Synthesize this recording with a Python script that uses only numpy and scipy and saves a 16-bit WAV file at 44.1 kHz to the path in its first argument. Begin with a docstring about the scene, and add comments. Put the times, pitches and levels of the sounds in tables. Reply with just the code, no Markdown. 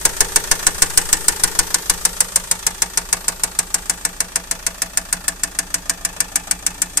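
"""A four-cylinder diesel idles under an open bonnet, one cylinder knocking sharply once per cycle.
At first the microphone is right beside an injector, and the knocks overload it with low thumps.
After about two seconds it backs away: the thumps stop, and a little later two thin whistles fade.
From about five seconds on the knock is heard from afar. All along, the other three cylinders fire
between the knocks with a soft clatter, over the whirr of belts and gears and a low drone."""
import sys
import numpy as np
from scipy import signal
from scipy.io import wavfile
from scipy.ndimage import map_coordinates

SR = 44100
rng = np.random.default_rng(int(sys.argv[2]) if len(sys.argv) > 2 else 0)


def pcm_store(signal):
    """Save signal as 16-bit PCM."""
    levels = np.round(np.clip(np.atleast_2d(signal), -1, 1) * 32767)
    wavfile.write(sys.argv[1], SR, levels.astype(np.int16).T)


N = 308700
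T = np.arange(N) / SR
FIRST_KNOCK_S, CYCLE_S = 0.0519, 0.153786   # one knock every two turns of the crank
# The bands in which the engine rings: octaves in the bass, thirds of an octave above.
BAND_EDGES_HZ = np.concatenate([[22, 45, 90], np.geomspace(180, 14400, 20)])

# The microphone's path. Each row: time in seconds, closeness to the cylinder head (0 far, 1 near).
CLOSENESS = [(.9, 0.91), (1.6, 0.87), (2.1, 0.65), (2.6, 0.32), (3.9, 0.25), (4.3, 0.09), (5.3, 0)]
# The four firings of a cycle. Each row: delay after the knock in seconds, strength in dB.
FIRINGS = [(-.003, 1), (0.0389, 1), (0.078, 0), (0.1133, 1)]
# The engine's tone colour. Each row: frequency in Hz, base levels of knock, clatter and whirr in dB,
# seconds for the ringing to fall by 60 dB.
ENGINE_SPECTRUM = [(29.6, -80, -71, -64.5, 0.2), (88.5, -65, -80, -80, 0.12), (183, -68.5, -60, -71, 0.21),
                   (280, -69, -90, -78, 0.09), (460, -70.5, -80.5, -77, 0.19), (827, -60, -67.5, -83, 0.15),
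                   (1180, -59, -66.5, -90, 0.12), (1620, -55.5, -70.5, -86, 0.089),
                   (2330, -59, -74, -88.5, 0.091), (3290, -64, -75, -84, 0.066),
                   (5390, -48.5, -69, -82, 0.041), (8400, -42.5, -69.5, -80.5, 0.032),
                   (9470, -48.5, -78, -88, 0.031), (13900, -58.5, -78, -87, 0.023)]
# Extra level next to the head. Each row: frequency in Hz, dB for the knock, dB for clatter and whirr.
NEAR_BOOST = [(39.97, 8.5, 10), (189, 6, 4), (406, 9, 9.5), (890, 0.5, 2), (1730, 1.5, 10),
              (3570, 5.5, 9.5), (7430, -3, 7), (13100, 0.5, 11.5)]
# How much of the vibration is new in each cycle. Each row: frequency in Hz, share from 0 to 1.
FRESH_SHARE = [(40, 1), (90, 1), (180, 0.1), (600, 0.21), (1800, 0.09), (3500, 0.48), (8000, 0.91)]
# How wide the engine sounds. Each row: frequency in Hz, side (ear difference) minus mid (shared) in dB.
STEREO_WIDTH = [(60, -15), (110, -13), (200, -4.5), (380, -8.5), (700, -2.5), (1290, -2.5), (2380, -1),
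                (4400, 1), (8120, 0), (15000, -1)]
# The balance between the ears. Each row: frequency in Hz, left minus right in dB.
BALANCE = [(60, -2), (400, 1), (1300, -2), (3000, 1), (6000, 0), (8200, 2), (10000, 7.5), (13000, 9.5)]
# The notes at which block, cover and injector ring. Each row: pitch in Hz, width in Hz,
# boost from afar in dB, boost next to the head in dB.
RESONANCES = [(282.5, 33, 11, -1.5), (318, 15, 2, 6.5), (401, 44, 0.5, 6), (476, 56, 3.5, 4.5),
              (665, 24, 7, 2.5), (820, 51, 2.5, 3.5), (914.4, 40, 4, 11.5), (1210, 15, 6.5, 5.5),
              (1473, 32, 7.5, 5), (1626, 32, 6, 5), (1765, 117, 11, 7.5), (1837, 58, -0.5, 3),
              (2347, 45, 10, 6), (2580, 63, 11, 4), (3368, 68, 11.5, 8.5), (5384, 103, -2.5, 3),
              (6154, 420, 3, 5.5), (8590, 1800, 5.5, 7.5)]
# Tones of block and intake that swell once a cycle. Each row: pitch in Hz, peak after the knock in
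# seconds, half length in seconds, level from afar in dB, level next to the head in dB.
THROBS = [(179.5, 0.044, 0.032, -39.5, -39), (161.5, 0.0021, .017, -43, -39),
          (286, 0.01205, 0.018, -48, -54), (314, .025, 0.026, -66, -38), (415, 0.1, 0.011, -56, -40.5),
          (669, .028, 0.031, -48.5, -68)]
# The steady hum. Each row: multiple of the firing rate, level from afar in dB.
DRONE = [(1, -44), (2, -45), (4, -54)]
# Thin whistles over the injectors. Each row: pitch in Hz, width in Hz, base level in dB.
WHISTLES = [(11950, 220, -50), (12680, 160, -46.5)]
# How the whistles rise and fade. Each row: time in seconds, dB added to the base level.
WHISTLE_GAIN = [(.8, -16), (1.1, -6), (2.1, -1), (2.9, -8), (3.3, 1), (3.7, -12), (7, -13)]


def knock_blows(far_db, near_gain_db, scatter_db):
    """One blow per cycle, louder the nearer the microphone. Gives times and strengths in dB."""
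    times = cycle_starts()
    scatter = scatter_db * rng.standard_normal(len(times))
    return times, far_db + near_gain_db * closeness_at(times) + scatter


def firing_energy(scatter_db):
    """Fuel burns in four bursts a cycle, each a little different in strength."""
    delay_s, level_db = np.transpose(FIRINGS)
    times = cycle_starts()[:, None] + delay_s
    strength = from_db(level_db + scatter_db * rng.standard_normal(times.shape))
    return impulses(times.ravel(), strength.ravel() ** 2)


def knock_clatter_and_whirr(blows, closeness, knock_rise_periods, firing_rise_s, bay_db, bay_stretch,
                            standing_wave_db, echo_s, echo_db):
    """Blows set the metal ringing over a steady whirr; a knock's low notes build later and last longer."""
    times, strength_db = blows
    knocks = impulses(times, from_db(strength_db) ** 2)
    knocks += impulses(times + echo_s, from_db(strength_db + echo_db) ** 2)   # echo off the bonnet
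    firings = firing_energy(scatter_db=1.53)
    # Neighbouring bands take turns between two sets of noise.
    repeating = [repeating_noise(closeness, turns=0.66) for _ in range(2)]
    fresh = rng.standard_normal((2, 2, N))
    out = np.zeros((2, N))
    for k, (low, high) in enumerate(zip(BAND_EDGES_HZ, BAND_EDGES_HZ[1:])):
        hz = np.sqrt(low * high)
        knock_db, clatter_db, whirr_db, ring_s = at_hz(ENGINE_SPECTRUM, hz)
        near_knock_db, near_rest_db = at_hz(NEAR_BOOST, hz)
        fall_s = energy_fall_s(ring_s)
        knock = swell(knocks, knock_rise_periods / hz, fall_s)
        # The walls of the engine bay return a longer tail.
        knock += from_db(bay_db) ** 2 * swell(knocks, fall_s, bay_stretch * fall_s)
        knock *= from_db(knock_db + near_knock_db * closeness) ** 2
        clatter = swell(firings, firing_rise_s, fall_s) * from_db(clatter_db) ** 2
        clatter_and_whirr = (clatter + from_db(whirr_db) ** 2) * from_db(near_rest_db * closeness) ** 2
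        loudness = np.sqrt((knock + clatter_and_whirr) * SR / 2)
        loudness *= from_db(standing_wave_db * wander(rate_hz=2.33))   # passing loud and quiet spots
        share = at_hz(FRESH_SHARE, hz)[0]
        noise = np.sqrt(1 - share) * repeating[k % 2] + np.sqrt(share) * fresh[k % 2]
        mid, side = signal.sosfilt(signal.butter(2, [low, high], "band", fs=SR, output="sos"), noise)
        width, balance_db = from_db(at_hz(STEREO_WIDTH, hz)[0]), at_hz(BALANCE, hz)[0]
        ears = np.array([mid + width * side, mid - width * side]) / np.hypot(1, width)
        out += ears * from_db([[balance_db / 2], [-balance_db / 2]]) * loudness
    return out


def repeating_noise(closeness, turns):
    """The same dense ringing follows every knock, shifting with time and as the microphone moves."""
    starts = np.round(cycle_starts() * SR).astype(int)
    cycle = np.searchsorted(starts, np.arange(N), side="right") - 1
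    age = np.arange(N) - starts[cycle]
    first, second = rng.standard_normal((2, 2, age.max() + 1))   # each has a mid and a side row
    blend = 2 * np.pi * (turns * closeness + .12 * T)
    return np.cos(blend) * first[:, age] + np.sin(blend) * second[:, age]


def head_resonances(ringing, blows, closeness, over_head_from, direct_share, travel_s, wander_db):
    """Knocks and dense ringing stir the metal's strong notes; each is heard best from its own place."""
    times, strength_db = blows
    over_head = np.clip(closeness / over_head_from, 0, 1)   # 0 facing the engine's front, 1 above it
    out = ringing
    for hz, width_hz, far_db, near_db in RESONANCES:
        knock_db, _, _, ring_s = at_hz(ENGINE_SPECTRUM, hz)
        # The blow reaches each part a little later, with the knock's energy at this pitch.
        hits = impulses(times + rng.uniform(0, travel_s), from_db(strength_db))
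        hits *= from_db(knock_db + at_hz(NEAR_BOOST, hz)[0] * closeness)
        hits *= SR * np.sqrt(energy_fall_s(ring_s) / 2)
        pan = np.pi / 4 + rng.uniform(-1, 1) * np.arctan(from_db(at_hz(STEREO_WIDTH, hz)[0]))
        ears = np.sqrt(2) * np.array([[np.cos(pan)], [np.sin(pan)]])
        drive = np.sqrt(direct_share) * ears * hits + np.sqrt(1 - direct_share) * ringing
        spots_db = wander_db * wander(rate_hz=1.77)   # each note has its own quiet spots in the air
        boost = from_db(far_db + (near_db - far_db) * over_head + spots_db)
        out = out + (boost - 1) * signal.lfilter(*signal.iirpeak(hz, hz / width_hz, fs=SR), drive)
    return out


def cover_reflection(sound, lag_s, sway_s, level_db):
    """The cam cover throws the sound back a moment later; as the hand sways, the tone colour changes."""
    gain = from_db(level_db)
    echo = [map_coordinates(ear, [(T - lag_s - sway_s * wander(rate_hz=2.2)) * SR], order=3)
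            for ear in sound]
    return (sound + gain * np.array(echo)) / np.hypot(1, gain)


def overload_thumps(blows, threshold_db, knee_db, level_db, scatter_db, rise_s, fall_s, recovery_hz):
    """A very loud knock jolts the left microphone off centre; it sinks back with a low thump."""
    times, strength_db = blows
    overload = np.clip((strength_db - threshold_db) / knee_db, 0, 1)
    direction = rng.choice([-1, 1], len(times))
    size = from_db(level_db + scatter_db * rng.uniform(-0.83, 1, len(times)))
    offset = swell(impulses(times, overload * direction * size), rise_s, fall_s)
    left = signal.sosfilt(signal.butter(1, recovery_hz, "high", fs=SR, output="sos"), offset)
    return np.array([left, np.zeros(N)])


def throbs(closeness, waver_db):
    """Each low tone of block and intake swells and fades at its own point of the cycle."""
    out = 0
    for hz, peak_s, half_s, far_db, near_db in THROBS:
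        from_peak_s = (T - FIRST_KNOCK_S - peak_s + CYCLE_S / 2) % CYCLE_S - CYCLE_S / 2
        level = from_db(far_db + (near_db - far_db) * closeness + waver_db * wander(rate_hz=5))
        bump = np.exp(-(from_peak_s / half_s) ** 2)
        out = out + level * bump * np.sqrt(2) * np.cos(2 * np.pi * hz * from_peak_s)
    return out


def drone(closeness, lag_s, near_db):
    """The firings come so fast that they hum, at their own rate and its multiples."""
    phase = 2 * np.pi * len(FIRINGS) * (T - FIRST_KNOCK_S - lag_s) / CYCLE_S
    hum = sum(from_db(db) * np.cos(multiple * phase) for multiple, db in DRONE)
    return np.sqrt(2) * hum * from_db(near_db * closeness)


def whistles():
    """Bands of hiss so narrow that they whistle, separate in each ear."""
    out = 0
    for hz, width_hz, level_db in WHISTLES:
        peak = signal.iirpeak(hz, hz / width_hz, fs=SR)
        band = signal.lfilter(*peak, signal.lfilter(*peak, rng.standard_normal((2, N))))
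        out = out + from_db(level_db) * band / band.std()
    return out * from_db(np.interp(T, *np.transpose(WHISTLE_GAIN)))


def cycle_starts():
    """Knock times in seconds, with one more cycle at either end."""
    return FIRST_KNOCK_S + CYCLE_S * np.arange(-1, N / SR / CYCLE_S + 1)


def closeness_at(times):
    """How near the microphone is to the cylinder head, from 0 to 1."""
    return np.interp(times, *np.transpose(CLOSENESS))


def impulses(times, heights):
    """A row of blows, each one sample long."""
    out = np.zeros(N)
    at = np.round(times * SR).astype(int)
    inside = (at >= 0) & (at < N)
    np.add.at(out, at[inside], heights[inside])
    return out


def swell(blows, rise_s, fall_s):
    """Makes each blow build up and die away smoothly."""
    up, down = np.exp(-1 / (rise_s * SR)), np.exp(-1 / (fall_s * SR))
    fading = signal.lfilter([1], [1, -down], blows + 1e-18)
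    return signal.lfilter([1 - up], [1, -up], fading)


def energy_fall_s(ring_s):
    """Turns the time a ring takes to fall by 60 dB into the time its energy takes to fall to 37%."""
    return ring_s / np.log(1e6)


def wander(rate_hz):
    """A slow random curve that mostly stays between -1 and 1."""
    knots = rng.standard_normal(64)
    curve = map_coordinates(knots, [T[::100] * rate_hz], order=3, mode="wrap")
    return curve[np.arange(N) // 100]


def at_hz(rows, hz):
    """Reads a table's values at one frequency, blending between rows."""
    freqs, *columns = np.transpose(rows)
    return [np.interp(np.log(hz), np.log(freqs), column) for column in columns]


def from_db(db):
    """Turns decibels into a number to multiply by."""
    return 10 ** (np.asarray(db) / 20)


def scene():
    """The engine bay as the microphone backs away from the cylinder head."""
    closeness = closeness_at(T)
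    blows = knock_blows(far_db=-0.49, near_gain_db=6.5, scatter_db=0.84)
    metal = knock_clatter_and_whirr(blows, closeness, knock_rise_periods=1.7, firing_rise_s=0.0036,
                                    bay_db=-17, bay_stretch=2.82, standing_wave_db=0.65,
                                    echo_s=0.0044, echo_db=-9.0)
    metal = head_resonances(metal, blows, closeness, over_head_from=0.39, direct_share=0.61,
                            travel_s=.004, wander_db=1.67)
    metal = cover_reflection(metal, lag_s=.0022, sway_s=.0005, level_db=-10)
    hum = throbs(closeness, waver_db=1.0) + drone(closeness, lag_s=.032, near_db=-1.0)
    thumps = overload_thumps(blows, threshold_db=3.5, knee_db=1.0, level_db=-14.5, scatter_db=3,
                             rise_s=0.0015, fall_s=0.034, recovery_hz=2.6)
    return metal + thumps + hum + whistles()


def record(dry):
    """Cuts the highest treble, squashes the loudest knocks, then cuts the treble the squashing adds."""
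    band = signal.sosfilt(signal.ellip(8, .2, 60, 14150, fs=SR, output="sos"), dry)
    clipped = band / (1 + np.abs(band / 1.02) ** 8) ** (1 / 8)
    return signal.sosfiltfilt(signal.ellip(10, .05, 60, 15600, fs=SR, output="sos"), clipped)


dry = scene()
out = record(dry)
pcm_store(out)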